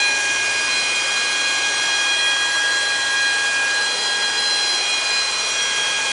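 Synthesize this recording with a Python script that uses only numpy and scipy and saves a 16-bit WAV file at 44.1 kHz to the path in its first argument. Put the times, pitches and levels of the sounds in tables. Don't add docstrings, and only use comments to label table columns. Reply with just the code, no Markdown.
import sys
import numpy as np
from scipy import signal
from scipy.io import wavfile
from scipy.ndimage import uniform_filter1d

SR = 44100
rng = np.random.default_rng(int(sys.argv[2]) if len(sys.argv) > 2 else 0)


def file_out(sig):
    cols = np.atleast_2d(sig).T
    lim = np.clip(cols, -1, 1)
    pcm = np.round(lim * 32767).astype(np.int16)
    wavfile.write(sys.argv[1], SR, pcm)


N = 269877
TIME = np.arange(N) / SR
BLADE_PASS_HZ = 818
WALK_M_PER_S, SOUND_M_PER_S = 0.52, 343

# (time [s], offset [Hz])
BLADE_RATE_OFFSET = [(0.0, -0.85), (0.68, -0.013), (0.74, 1.85), (1.06, -0.21), (1.68, 0.88), (2.36, -0.71),
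                     (2.4, 0.61), (3.42, -1.24), (3.78, 0.527), (3.94, -0.87), (5.24, -0.022), (6.12, -0.8)]
# (time [s], relative level [dB])
PARTIAL_1 = [(0.0, -39), (0.32, -46), (0.48, -54.8), (1.66, -40.5), (4.92, -39.5), (5.82, -49.5),
             (6.12, -38)]
PARTIAL_2 = [(0, -23.5), (0.64, -27.5), (0.96, -34.5), (1.2, -28), (2.4, -24.5), (2.66, -22), (2.92, -23.5),
             (3.1, -22), (3.84, -22.5), (4, -38), (4.1, -26.5), (4.68, -29.5), (4.9, -39.5), (5.18, -28.5),
             (5.48, -42.9), (5.6, -28), (6, -26.7), (6.12, -33)]
PARTIAL_3 = [(0.0, -21), (0.24, -27), (1.18, -25), (1.86, -31.6), (2.06, -23.5), (2.42, -30), (2.84, -44.4),
             (2.92, -28.1), (3.08, -42), (3.14, -31), (3.64, -26.7), (3.78, -34.5), (4.68, -42.5),
             (4.9, -25.5), (5.76, -33.5), (6.12, -25.5)]
PARTIAL_4 = [(0.0, -26), (0.18, -52), (0.58, -38), (2.32, -24), (2.9, -30.4), (3.24, -28), (3.8, -34.5),
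             (4.12, -26.7), (4.94, -29), (5.02, -35), (5.44, -36), (5.5, -28), (5.88, -26.0), (6.04, -34),
             (6.12, -24)]
PARTIAL_5 = [(0.0, -24.5), (0.18, -33.8), (0.24, -45), (0.64, -46), (0.74, -24.5), (0.84, -30.7),
             (2.24, -30.5), (2.46, -35.5), (3.24, -28), (3.58, -45), (3.78, -27.5), (4.1, -28.6),
             (4.54, -21.5), (5.02, -28.0), (5.18, -24), (5.9, -38.5), (5.98, -50), (6.12, -30.7)]
PARTIAL_6 = [(0.0, -41), (0.28, -53), (0.5, -34.5), (1.64, -41), (1.9, -35.5), (2.18, -46.5), (4.74, -31),
             (4.92, -48.4), (5.14, -31.5), (5.74, -45), (6.12, -38.8)]
PARTIAL_7 = [(0.0, -36.5), (1.5, -40), (1.68, -33.6), (2.74, -41), (4.18, -45.5), (4.82, -35),
             (5.14, -42.3), (5.62, -29.5), (6.12, -40.5)]
# (multiple of the blade-pass rate, mean level [dB])
TOP_PARTIALS = [(9, -41.5), (10, -44.5)]
# (multiple of the blade-pass rate, level [dB])
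ROOM_PARTIALS = [(3, -42), (4, -39), (5, -37), (6, -45), (7, -44), (8, -42.5), (9, -46.5), (10, -47),
                 (11, -46.5), (12, -45.5)]
# (time [s], facing [dB])
HEAD_FACING = [(0, 1.5), (.7, 7), (1.85, 7), (2.25, -4), (3.4, -2), (4.2, -1.5), (4.75, 3), (5.3, 1),
               (5.65, 5.5), (6.12, 4)]
# (frequency [Hz], relative density [dB])
RUSH_SPECTRUM = [(20, -14.5), (85, -28), (135, -16.5), (160, -16.5), (370, -4), (600, -2.5), (750, -4),
                 (920, 0.3), (1400, -2), (2200, -2.5), (2900, -2.5), (3750, -4.5), (6000, -4),
                 (8600, -10.5), (10000, -11)]
# (frequency [Hz], width [Hz], boost [dB])
HOUSING_RESONANCES = [(1160, 89, 0), (2480, 120, 2), (3350, 78, 4.5), (4140, 170, 5)]
# (frequency [Hz], level [dB])
MOTOR_TONES = [(845, -49.5), (1459, -52.5), (1789, -52), (2672, -46), (2767, -52), (2857, -48), (2976, -49),
               (3036, -46), (3088, -49), (3581, -52.5), (5982, -52), (9641, -54)]
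# (frequency [Hz], level at 0 dB facing [dB])
HEAD_SIDE_TONES = [(296.1, -61.5), (619, -56), (1517, -45.5), (2149, -44), (2271, -48.5), (6428, -48)]
# (pitch beside the motor [Hz], pitch beside the head [Hz])
LOUD_PAIR_HZ = (1909.5, 3213.5)
# (level at 0 dB facing [dB], change with facing [dB/dB])
LOUD_PAIR_LEVELS = [(-40, -0.9), (-39.5, 1)]
# (frequency [Hz], level [dB])
HUM_TONES = [(58.5, -65), (86.1, -67.5), (107.7, -60), (119.8, -60.5)]


def impeller_whine(wobble_hz=0.815, jitter_hz=1.316, lift_db=0.22):
    wobble = wobble_hz * drift(rate_hz=8.9).real
    jitter = jitter_hz * drift(rate_hz=43.4).real
    rate_hz = BLADE_PASS_HZ + curve(BLADE_RATE_OFFSET) + wobble + jitter
    cycles = np.cumsum(rate_hz) / SR
    whine = np.zeros(N)
    main_partials = (PARTIAL_1, PARTIAL_2, PARTIAL_3, PARTIAL_4, PARTIAL_5, PARTIAL_6, PARTIAL_7)
    for k, levels in enumerate(main_partials, 1):
        gain = gain_of(curve(levels) + lift_db) * standing_waves(k * BLADE_PASS_HZ, reflected=0.017)
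        whine += gain * tone(k * cycles, scatter=0.047 * k, width_hz=30)
    for k, db in TOP_PARTIALS:
        gain = gain_of(db) * standing_waves(k * BLADE_PASS_HZ, reflected=0.061)
        whine += gain * tone(k * cycles, scatter=0.06 * k, width_hz=3 * k)
    for k, db in ROOM_PARTIALS:
        whine += gain_of(db) * fuzzy_tone(k * cycles, width_hz=12.8)
    return whine


def standing_waves(hz, reflected):
    wavelengths_per_s = hz * WALK_M_PER_S / SOUND_M_PER_S
    return unit_rms(abs(np.sqrt(1 - reflected) + np.sqrt(reflected) * drift(wavelengths_per_s)))


def air_rush(level_db=-24.5, ripple_db=2.0, roar_follow=0.11, hiss_follow=0.13):
    frame, hop = 2048, 512
    hz = np.fft.rfftfreq(frame, 1 / SR)
    frame_times = np.arange(N // hop + 5) * hop / SR
    real, imag, ripple = rng.standard_normal((3, len(frame_times), len(hz)))
    ripple = uniform_filter1d(ripple, size=70, axis=0)
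    ripple = unit_rms(uniform_filter1d(ripple, size=3, axis=1))
    spectrum_hz, spectrum_db = np.transpose(RUSH_SPECTRUM)
    colour_db = np.interp(np.log(hz + 1), np.log(spectrum_hz), spectrum_db)
    for centre, width, boost_db in HOUSING_RESONANCES:
        colour_db += boost_db / (1 + (2 * (hz - centre) / width) ** 2)
    treble = hz ** 2 / (hz ** 2 + 3000 ** 2)
    follow = roar_follow * (1 - treble) + hiss_follow * treble
    shade_db = curve(HEAD_FACING, frame_times)[:, None] * follow
    spectra = (real + 1j * imag) * gain_of(colour_db + shade_db + ripple_db * ripple)
    _, rush = signal.istft(spectra.T, nperseg=frame, noverlap=frame - hop)
    return gain_of(level_db) * unit_rms(rush[:N])


def motor_tones():
    facing_db = curve(HEAD_FACING)
    tones = np.zeros(N)
    for hz, db in MOTOR_TONES:
        tones += gain_of(db) * tone(hz * TIME, scatter=1.0, width_hz=1.36)
    for hz, db in HEAD_SIDE_TONES:
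        tones += gain_of(db + facing_db) * tone(hz * TIME, scatter=0.32, width_hz=1.5)
    for hz, (db, follow) in zip(LOUD_PAIR_HZ, LOUD_PAIR_LEVELS):
        tones += gain_of(db + follow * facing_db) * tone(hz * TIME, scatter=0.52, width_hz=1.7)
    for hz, db in HUM_TONES:
        tones += gain_of(db) * tone(hz * TIME, scatter=0.76, width_hz=0.6)
    return tones


def cooling_fan(note_hz=1062, base_db=-42, follow=-0.36):
    return gain_of(base_db + follow * curve(HEAD_FACING)) * fuzzy_tone(note_hz * TIME, width_hz=18)


def tone(cycles, scatter, width_hz):
    carrier = np.exp(2j * np.pi * (cycles + rng.random()))
    return unit_rms(((1 + scatter * drift(width_hz)) * carrier).real)


def fuzzy_tone(cycles, width_hz):
    return unit_rms((drift(width_hz) * np.exp(2j * np.pi * cycles)).real)


def drift(rate_hz):
    points, points_per_s = 8192, 1000
    hz = np.fft.fftfreq(points, 1 / points_per_s)
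    noise = rng.standard_normal((points, 2)) @ [1, 1j]
    motion = np.fft.ifft(noise / np.sqrt(1 + (hz / rate_hz) ** 4))
    return unit_rms(np.interp(TIME, np.arange(points) / points_per_s, motion))


def curve(rows, t=TIME):
    return np.interp(t, *np.transpose(rows))


def gain_of(db):
    return 10 ** (db / 20)


def unit_rms(x):
    return x / np.sqrt(np.mean(abs(x) ** 2) + 1e-20)


def scene():
    return np.tile(impeller_whine() + air_rush() + motor_tones() + cooling_fan(), (2, 1))


def record(dry):
    low_pass = signal.firwin(511, cutoff=10020, window=("kaiser", 9), fs=SR)
    soft_ends = signal.windows.tukey(N, 0.0005)
    return signal.oaconvolve(dry * soft_ends, low_pass[None], "same")


dry = scene()
out = record(dry)
file_out(out)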